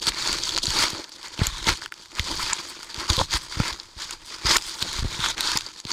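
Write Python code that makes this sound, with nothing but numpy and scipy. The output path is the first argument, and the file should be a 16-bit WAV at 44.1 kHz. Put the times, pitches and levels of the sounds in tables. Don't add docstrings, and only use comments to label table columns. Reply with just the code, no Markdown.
import sys
import numpy as np
from scipy import signal
from scipy.io import wavfile
from scipy.ndimage import uniform_filter1d

SR = 44100
rng = np.random.default_rng(int(sys.argv[2]) if len(sys.argv) > 2 else 0)


def boost(x):
    u = np.asarray(x, float) / 20
    return 10 ** u


def bounce(signal):
    frames = np.transpose(np.atleast_2d(signal))
    limited = np.clip(frames, -1, 1)
    pcm = np.round(limited * 32767).astype(np.int16)
    wavfile.write(sys.argv[1], SR, pcm)


N = 261072


def strokes():
    # (peak time t/s, rustle level/dB, rise/ms, fall/ms, coarse scrape over the rustle/dB)
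    stroke_rows = [(0.026, -32.5, 21, 135, -8), (0.087, -19.5, 42, 24, -5.5), (.115, -44, 36, 120, 10),
                   (.19, -33, 88, 110, -2), (.27, -28, 213, 360, -3), (.472, -30, 180, 154, -10),
                   (.543, -31.5, 79, 22, -4), (.577, -33, 21, 71, -7), (.635, -21.5, 13, 15, -25),
                   (.699, -31, 140, 190, -10.5), (.818, -22.5, 237, 163, -2), (.991, -40, 130, 190, -2.5),
                   (1.126, -46.5, 42, 160, -6.5), (1.262, -38.5, 94, 58, -0.5), (1.342, -44.5, 180, 28, -4),
                   (1.4, -36, 24, 160, 5.5), (1.449, -31, 82, 120, -2), (1.57, -38, 600, 440, -3.5),
                   (1.685, -22.5, 54, 92, 1.5), (1.774, -38, 170, 6, -16), (1.834, -37.5, 54, 47, -1),
                   (1.875, -53, 40, 25, -4), (1.94, -52, 32, 230, -1), (2.02, -47.5, 81, 200, -7),
                   (2.118, -47.5, 43, 18, -3), (2.19, -35, 73, 42, 2.5), (2.275, -32.5, 155, 360, -7),
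                   (2.405, -30.5, 140, 510, -4), (2.532, -36, 210, 17, 17), (2.592, -35.5, 38, 38, -1),
                   (2.72, -44, 330, 470, -1.5), (2.903, -46.5, 180, 140, 0.5), (3.02, -34.5, 170, 140, 1),
                   (3.104, -22.5, 38, 15, -0.5), (3.134, -27, 48, 105, -3), (3.207, -27.5, 140, 81, -8),
                   (3.332, -26, 48, 87, -3), (3.372, -28.5, 93, 14, -0.5), (3.433, -40.5, 150, 100, -4.5),
                   (3.53, -36, 94, 410, -5), (3.688, -32, 270, 94, 2), (3.735, -43, 76, 22, -7),
                   (3.818, -49, 300, 240, -3), (3.992, -42.5, 24, 140, -1), (4.028, -33.5, 105, 116, -4.5),
                   (4.137, -38.5, 180, 55, -3), (4.225, -51.5, 90, 67, -2), (4.346, -35, 156, 51, -5.5),
                   (4.462, -25, 22, 130, 0), (4.512, -19, 76, 79, -5), (4.567, -24.5, 180, 14, 2),
                   (4.689, -35, 330, 240, -6.5), (4.826, -28.5, 57, 32, -3.5), (4.885, -34.5, 80, 190, -5),
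                   (4.99, -33.5, 380, 100, -4.5), (5.043, -36.5, 60, 43, -1.5),
                   (5.135, -36.5, 320, 330, -3), (5.205, -32.5, 40, 47, -2.5), (5.25, -26, 88, 104, -1.5),
                   (5.303, -25, 30, 36, -6), (5.391, -37, 71, 140, 11.5), (5.469, -25.5, 150, 190, -4),
                   (5.575, -29, 190, 14, -0.5), (5.66, -42, 210, 150, -4.5), (5.796, -43, 130, 51, -7),
                   (5.9, -32.5, 63, 260, -3)]
    rest_db = -98
    power = swells(stroke_rows)
    total = power.sum(0)
    scrape_db = np.transpose(stroke_rows)[4] @ power / total
    straw_db = 10 * np.log10(total + boost(2 * rest_db))
    return per_sample(straw_db), per_sample(scrape_db)


def handling(straw_db, scrape_db):
    # (f/Hz, level/dB)
    straw = [(1800, -30), (2700, -9), (3200, 0), (5500, -2), (7200, -5), (8000, -18), (10000, -40)]
    sheen = [(6000, -31.5), (7500, 9), (9000, 11.5), (11000, 5.5), (13000, 1.5), (15500, 1)]
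    scrape = [(500, -30), (800, -8), (1000, 0), (2400, 0), (3000, -12), (4500, -36)]
    rub = [(100, -5), (220, 0.5), (600, -0.5), (900, -14.5), (2000, -53.5)]
    # (peak time t/s, level/dB, rise/ms, fall/ms)
    flicks = [(.092, -31.5, 62, 18), (.818, -33.5, 140, 66), (1.47, -51, 40, 44), (2.42, -43, 60, 60),
              (2.697, -41.5, 49, 35), (2.85, -53, 67, 44), (3.374, -33.5, 50, 17), (3.433, -43, 30, 40),
              (4.26, -51, 40, 69), (4.565, -34, 90, 55), (4.69, -41, 180, 80), (4.8, -43, 120, 43)]
    # (peak time t/s, level/dB, rise/ms, fall/ms)
    rubs = [(0.023, -36, 20, 40), (.1, -34.5, 60, 20), (.33, -37.5, 300, 210), (.57, -37, 140, 25),
            (.64, -37, 23, 80), (.751, -36, 90, 410), (.87, -41, 110, 80), (0.996, -33.5, 88, 30),
            (1.41, -40, 60, 60), (1.69, -28.5, 37, 43), (2.31, -38, 120, 90), (3.13, -38, 40, 36),
            (3.205, -31, 68, 28), (3.6, -40, 53, 80), (4.455, -36, 30, 54), (4.51, -35, 80, 88),
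            (4.83, -35, 22, 82), (5.04, -59, 48, 43)]
    # (t/s, f/Hz)
    port = [(0.0, 4460), (1.37, 4570), (1.48, 4230), (1.53, 3480), (1.8, 4580), (3.15, 4700), (3.18, 3600),
            (3.3, 4730), (4.71, 4930), (4.93, 4000), (5.01, 4260), (5.21, 3500), (5.59, 4800), (5.92, 4400)]

    sheen_db = straw_db - 12 + 0.7 * lumps(ms=20)
    rub_db = straw_db - 20.5 + 0.74 * scrape_db - 0.28 * straw_db + 1.5 * lumps(ms=40)
    fine, coarse = slipping(straw_db)
    mixed = 0.69 * evened(fine) + 0.61 * evened(coarse)
    layers = [(fine, straw, straw_db),
              (fine, sheen, with_events(sheen_db, flicks)),
              (mixed, scrape, straw_db + scrape_db),
              (coarse, rub, with_events(rub_db, rubs))]
    out = np.zeros(N)
    for slips, points, level_db in layers:
        out += coloured(slips, colour(points)) * boost(level_db)
    return patchy(out, patch_db=1.5, port_hz=along(port))


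def slipping(straw_db):
    unevenness = np.clip((-22.5 - straw_db) / 18, .4, 1.2)
    clumps = boost(unevenness * (1.9 * lumps(ms=3.5) + .9 * lumps(ms=10)))
    bits = evened(crunch(per_s=2200, spread_db=2.5, cycles=2.82))
    grit = evened(crunch(per_s=1800, spread_db=3.0, cycles=8.7))
    fine = clumps * (contact(per_s=3500, spread_db=3.0, hiss=0.95) + 0.33 * bits)
    coarse_clumps = clumps * boost(1.44 * lumps(ms=4.7))
    coarse = coarse_clumps * (contact(per_s=980, spread_db=1.5, hiss=1.0) + 0.52 * grit)
    return fine, coarse


def contact(per_s, spread_db, hiss):
    slips = random_hits(per_s, spread_db) * rng.standard_normal(N)
    return evened(evened(slips) + hiss * rng.standard_normal(N))


def crunch(per_s, spread_db, cycles, count=36):
    out = np.zeros(N)
    size = random_hits(per_s, spread_db)
    kind = rng.integers(0, count, N)
    for k, hz in enumerate(np.geomspace(850, 8000, count)):
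        turns = np.arange(0, 4 * cycles, hz / SR)
        envelope = (turns / cycles) ** 2 * np.exp(-3 * turns / cycles)
        grain = envelope * np.sin(2 * np.pi * turns)
        out += signal.oaconvolve(size * (kind == k), grain / np.linalg.norm(grain))[:N]
    return out


def patchy(x, patch_db, port_hz):
    port_width_hz, port_peak_db = 600, 6
    hz, t, z = signal.stft(x, SR, nperseg=256, noverlap=192)
    noise = rng.standard_normal(z.T.shape)
    patches = evened(uniform_filter1d(uniform_filter1d(noise, 12, axis=0), 5, axis=1)).T
    centre = port_hz[np.minimum((t * SR).astype(int), N - 1)]
    port_db = port_peak_db / (1 + (2 * (hz[:, None] - centre) / port_width_hz) ** 2)
    return signal.istft(z * boost(patch_db * patches + port_db), nperseg=256, noverlap=192)[1][:N]


def snaps(rows):
    length_ms, length_spread = 1.2, 0.41
    out, ms = np.zeros(N), np.arange(-300, 200) * 1000 / SR
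    draws = rng.standard_normal((len(rows), len(ms) + 1))
    for (s, peak_db, hz, sharp_db), (spread, *noise) in zip(rows, draws):
        length = length_ms * np.exp(length_spread * spread)
        swell = np.where(ms < 0, np.exp(ms / (.35 * length)), np.exp(-ms / (.2 * length)))
        stalk = [(300, -26), (0.88 * hz, -9), (hz, -1.5), (1.3 * hz, -8), (min(1.7 * hz, 8600), -14),
                 (9000, -21 + sharp_db), (16000, -30.0 + 0.78 * sharp_db)]
        sound = np.convolve(noise * swell, colour(sorted(stalk), size=1024))
        start = s - np.argmax(abs(sound)) / SR
        add(out, start, boost(peak_db) * sound / abs(sound).max())
    return out


def small_snaps(straw_db):
    count, over_rustle_db, spread_db, middle_hz = 100, 13.5, 2, 4480
    at, loud, pitch, sharp = rng.random((count, 4)).T
    s = .02 + at * (N / SR - .04)
    peak_db = straw_db[(s * SR).astype(int)] + over_rustle_db + spread_db * (2 * loud - 1)
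    return list(zip(s, peak_db, middle_hz * (.8 + .4 * pitch), 20 * sharp - 8))


def echoes(cracks):
    # (delay/ms, level/dB)
    reflections = [(2.9, -15), (4.6, -38), (7.5, -33.5)]
    return sum(boost(db) * np.roll(cracks, round(ms * SR / 1000)) for ms, db in reflections)


def creaks():
    # (start t/s, length of the slipping/ms, peak level/dB, slip rate at start/Hz, at end/Hz)
    creak_rows = [(2.299, 23.4, -22, 253, 380), (3.179, 12, -18, 540, 520), (3.195, 11, -11.5, 430, 590),
                  (3.2126, 3, -8, 530, 940)]
    # (f/Hz, width/Hz, level/dB)
    shell = [(306, 39, 7), (553, 120, 9.5), (960, 160, 18.5)]
    out, t = np.zeros(N), np.arange(1500) / SR
    ring = sum(boost(db) * np.exp(-np.pi * w * t) * np.sin(2 * np.pi * hz * t) for hz, w, db in shell)
    strengths = rng.uniform(.5, 1, (len(creak_rows), 2000))
    for (s, ms, peak_db, start_hz, end_hz), strength in zip(creak_rows, strengths):
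        turns = np.cumsum(np.linspace(start_hz, end_hz, round(ms * SR / 1000))) / SR
        slips = np.diff(np.floor(turns), prepend=-1) * strength[:len(turns)]
        sound = np.convolve(slips, ring)
        add(out, s, boost(peak_db) * sound / abs(sound).max())
    return out


def bumps():
    # (start t/s, peak level/dB, push length scale/ms, rebound f/Hz)
    bump_rows = [(0.0751, -22, 1.1, 109), (0.096, -33, 7.3, 40), (0.324, -34, 8, 45),
                 (0.6802, -22, 3.5, 114), (0.69, -28, 6.3, 45.7), (0.9321, -25.5, 1.5, 84.5),
                 (1.393, -20.5, 1.6, 92), (1.4165, -9.5, 3, 79), (1.4742, -24.5, 10, 56),
                 (1.525, -35.5, 12, 40), (1.615, -34, 13, 40), (1.6718, -17.5, 1.1, 116),
                 (1.69, -20, 2.2, 63.6), (1.7087, -24.5, 11, 41), (1.7248, -26, 4.8, 40),
                 (2.197, -20, 5.7, 72), (2.9792, -31.5, 4.3, 53.7), (3.1016, -14, 5.5, 69.5),
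                 (3.1791, -19, 3.5, 107), (3.189, -28, 4.3, 45), (3.202, -38, 7.3, 60),
                 (3.2178, -26, 4.7, 82), (3.346, -22.5, 7.6, 47), (3.571, -23, 4, 65),
                 (3.601, -9.5, 2.3, 103), (3.72, -34.5, 8, 50), (3.966, -37, 6.4, 55),
                 (4.4511, -20.5, 3.7, 45.4), (4.471, -31, 5.4, 55), (4.5066, -28, 3.3, 110),
                 (4.5632, -28.5, 7.2, 112), (4.825, -26.5, 2.3, 71), (4.9893, -22, 8.7, 61),
                 (5.025, -18, 8.7, 59.4), (5.0463, -19, 1.4, 95), (5.0537, -18.5, 3.8, 39.3),
                 (5.193, -24, 3, 110), (5.5555, -21, 1.3, 109), (5.853, -26, 1.5, 99)]
    out, ms = np.zeros(N), np.arange(6000) * 1000 / SR
    for s, peak_db, length, hz in bump_rows:
        rise = 1 - (1 + ms / (0.17 * length)) * np.exp(-ms / (0.085 * length))
        push = rise * np.clip(1 - (ms / (1.49 * length)) ** 2.7, 0, 1)
        sway = rebound(push, hz=32.7, q=1.34)
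        sound = rebound(push, hz, q=2.5) + 1.2 * sway
        add(out, s, -boost(peak_db) * sound / sound.max())
    return out


def rebound(push, hz, q):
    w = 2 * np.pi * hz
    return signal.lfilter(*signal.bilinear([1, 0, 0], [1, w / q, w ** 2], SR), push)


def grip_rumble(straw_db):
    # (t/s, rumble level/dB)
    grip = [(0.0, -51), (0.76, -44), (1.05, -72), (1.34, -55), (1.57, -43.5), (1.88, -55), (2.16, -54),
            (2.32, -41), (2.42, -42.5), (2.64, -56.5), (2.98, -59), (3.17, -44), (3.25, -40), (3.36, -49.5),
            (3.86, -52.5), (4.8, -53.5), (5.08, -42.5), (5.43, -48), (5.62, -49), (5.92, -77)]
    # (f/Hz, level/dB)
    rumble = [(10, -4), (25, 5), (45, -1), (90, -4.5), (160, -9), (400, -42)]
    per_rustle_db, smooth_ms = 0.48, 110
    effort_db = uniform_filter1d(straw_db - straw_db.mean(), int(smooth_ms * SR / 1000))
    level_db = along(grip) + per_rustle_db * effort_db
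    pressure = boost(3.4 * lumps(ms=9.2)) * rng.standard_normal(N)
    return coloured(pressure, colour(rumble, size=16384)) * boost(level_db)


def air():
    # (f/Hz, relative level per Hz/dB)
    hush = [(60, -28), (150, -13), (400, -17), (1000, 2), (3000, -14), (8000, -10), (15000, -27)]
    return boost(-59) * coloured(rng.standard_normal(N), colour(hush))


def dips():
    # (middle t/s, length/ms, depth/dB)
    dip_rows = [(1.903, 21, -8.5), (5.037, 5.3, -22), (5.359, 16, -11)]
    ms = np.arange(N) * 1000 / SR
    return boost(sum(db * np.exp(-(2 * (ms - 1000 * s) / length) ** 4) for s, length, db in dip_rows))


def colour(points, size=4096):
    # (f/Hz, width/Hz, level/dB)
    casing = [(334.7, 72, 10.5), (920, 240, 5), (1420, 530, 3.5), (2110, 180, 2.5), (3360, 1600, 7),
              (4650, 1520, 7), (7050, 2700, 9.5), (7520, 110, -12)]
    hz = np.fft.rfftfreq(size, 1 / SR)
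    f, db = np.transpose(points)
    casing_db = sum(d / (1 + (2 * (hz - c) / w) ** 2) for c, w, d in casing)
    return causal(np.interp(np.log(hz + 1), np.log(f + 1), db) + casing_db)


def causal(db):
    log_gain = np.log(boost(np.maximum(np.r_[db, db[-2:0:-1]], -100)))
    return np.fft.ifft(np.exp(np.conj(signal.hilbert(log_gain)))).real[:len(db) - 1]


def coloured(x, response):
    return evened(signal.oaconvolve(x, response)[:N])


def evened(x):
    return x / np.sqrt(np.mean(x ** 2) + 1e-20)


def lumps(ms):
    size = max(int(ms * SR / 1000), 2)
    return evened(uniform_filter1d(uniform_filter1d(rng.standard_normal(N), size), size))


def random_hits(per_s, spread_db):
    return (rng.random(N) < per_s / SR) * boost(spread_db * np.minimum(rng.exponential(1, N), 4))


def swells(rows):
    edge_db, bend = 27, 1.11
    s, db, rise, fall = np.transpose(rows)[:4, :, None]
    ms = np.arange(N // 32 + 2) * 32000 / SR - 1000 * s
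    distance = np.where(ms < 0, -ms / rise, ms / fall)
    return boost(2 * (db - edge_db * distance ** bend)) + 1e-30


def per_sample(curve):
    return np.interp(np.arange(N) / 32, np.arange(len(curve)), curve)


def with_events(db, rows):
    return 10 * np.log10(boost(2 * db) + per_sample(swells(rows).sum(0)))


def along(rows):
    s, value = np.transpose(rows)
    return np.interp(np.arange(N) / SR, s, value)


def add(mix, s, sound):
    part = mix[round(s * SR):][:len(sound)]
    part += sound[:len(part)]


def scene():
    # (peak time t/s, peak level/dB, pitch of the stalk f/Hz, sharpness of the treble/dB)
    snap_rows = [(.0186, -19.5, 3000, 2), (.0696, -6, 3300, 10.5), (.1209, -16, 1620, -12),
                 (.1465, -17.5, 3930, -20), (.2244, -13, 4030, 9), (.2753, -9, 4170, 0),
                 (.3093, -17, 4400, -16), (.3297, -7, 2390, 5), (.437, -10, 4580, -11),
                 (.4557, -17, 6430, -8), (.474, -22, 4610, -1), (.4927, -8, 3380, -1.5),
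                 (.5085, -14.5, 3330, 6), (.5488, -14, 4100, -2), (.5624, -8, 4220, 4),
                 (.5671, -5.5, 4020, -5), (.578, -7, 1380, 0), (.5852, -8.5, 4260, -14),
                 (.6365, -16, 4480, 14), (.6563, -7.5, 7100, -3), (.6698, -6.5, 4270, 1),
                 (.7053, -7.5, 4300, 7), (.789, -6, 4400, -1), (.839, -8, 4270, -5),
                 (.8832, -13.5, 4480, -13), (.9039, -17, 4240, 16), (.9827, -19, 4400, -14),
                 (1.0426, -19, 4300, 5), (1.0937, -29, 4260, 15), (1.1197, -27.5, 4520, -9),
                 (1.2305, -22.5, 4200, 9), (1.2835, -26, 6980, 1), (1.335, -30, 1430, -1),
                 (1.378, -22, 2110, -9), (1.3923, -16.5, 2436, -4), (1.4695, -4.5, 5940, 14),
                 (1.5826, -19, 3400, 7), (1.6434, -20, 4690, -15), (1.6699, -9, 3330, -1),
                 (1.6927, -4.5, 1420, -5), (1.821, -20.5, 1500, -8), (1.8604, -18.5, 1480, -1),
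                 (1.9228, -19, 1450, -4), (1.9405, -23.5, 4730, 1), (2.0127, -35, 4690, 17),
                 (2.0587, -28, 1510, -3), (2.1528, -24, 5020, 2), (2.1957, -4, 2020, -5.5),
                 (2.355, -20, 4650, 20), (2.4295, -12, 4900, 14), (2.5328, -5, 6400, -11),
                 (2.576, -25, 4630, 2), (2.6722, -29, 5650, -7.5), (2.8312, -22, 1290, 2),
                 (2.9446, -16.5, 4330, 0), (2.9637, -21, 4840, -6), (3.1012, -1, 3760, 2),
                 (3.1325, -10, 4500, -7), (3.168, -8, 3560, 11), (3.191, -5, 3400, -21),
                 (3.2396, -23.5, 3470, 6), (3.31, -15, 3600, 10), (3.3386, -4.5, 1320, 1),
                 (3.6023, -14, 1340, -3), (3.681, -13, 7000, -2), (3.7286, -19.5, 3320, -6),
                 (3.7999, -17.5, 4100, -17), (3.8334, -27.5, 5600, -3), (4.109, -17, 6900, 10),
                 (4.11, -17.5, 1420, -6), (4.134, -21, 4200, 7), (4.3473, -28, 4650, 9),
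                 (4.4642, -12, 4720, -13), (4.5661, -5, 5330, -1), (4.569, -2.5, 7200, 22),
                 (4.5834, -13.5, 2280, -6), (4.623, -17, 4930, 13), (4.8261, -4.5, 3830, 8.5),
                 (4.9305, -15, 3670, 10), (5.154, -22, 4950, -11), (5.2046, -18, 3750, -10),
                 (5.2418, -10.5, 1200, -23), (5.2607, -9.5, 1440, -15), (5.2866, -13, 6740, 0),
                 (5.381, -16, 3830, -8), (5.4082, -6, 3820, 13), (5.4666, -19, 4000, -12),
                 (5.4741, -9.5, 5000, -15), (5.5176, -8.5, 1360, -6), (5.5565, -17, 4150, 9),
                 (5.574, -0.5, 5470, 13), (5.5876, -15.5, 6730, 7), (5.6091, -16, 3370, 6),
                 (5.6647, -17.5, 4830, 1), (5.802, -22, 6740, 4), (5.852, -20, 4000, 2),
                 (5.9169, -9, 4520, -15)]
    straw_db, scrape_db = strokes()
    cracks = snaps(snap_rows) + snaps(small_snaps(straw_db))
    grass = handling(straw_db, scrape_db) + cracks + echoes(cracks)
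    body = creaks() + bumps() + grip_rumble(straw_db)
    return (grass + body + air())[None] * dips()


def band_limit(x):
    return signal.sosfilt(signal.butter(12, 16510, fs=SR, output="sos"), x)


def record(dry):
    ceiling, top_hz = .58, 14460
    flat = dry / (1 + abs(dry / ceiling) ** 6) ** (1 / 6)
    top = signal.butter(6, top_hz, fs=SR, output="sos")
    return band_limit(signal.sosfilt(top, flat))


dry = scene()
out = record(dry)
bounce(out)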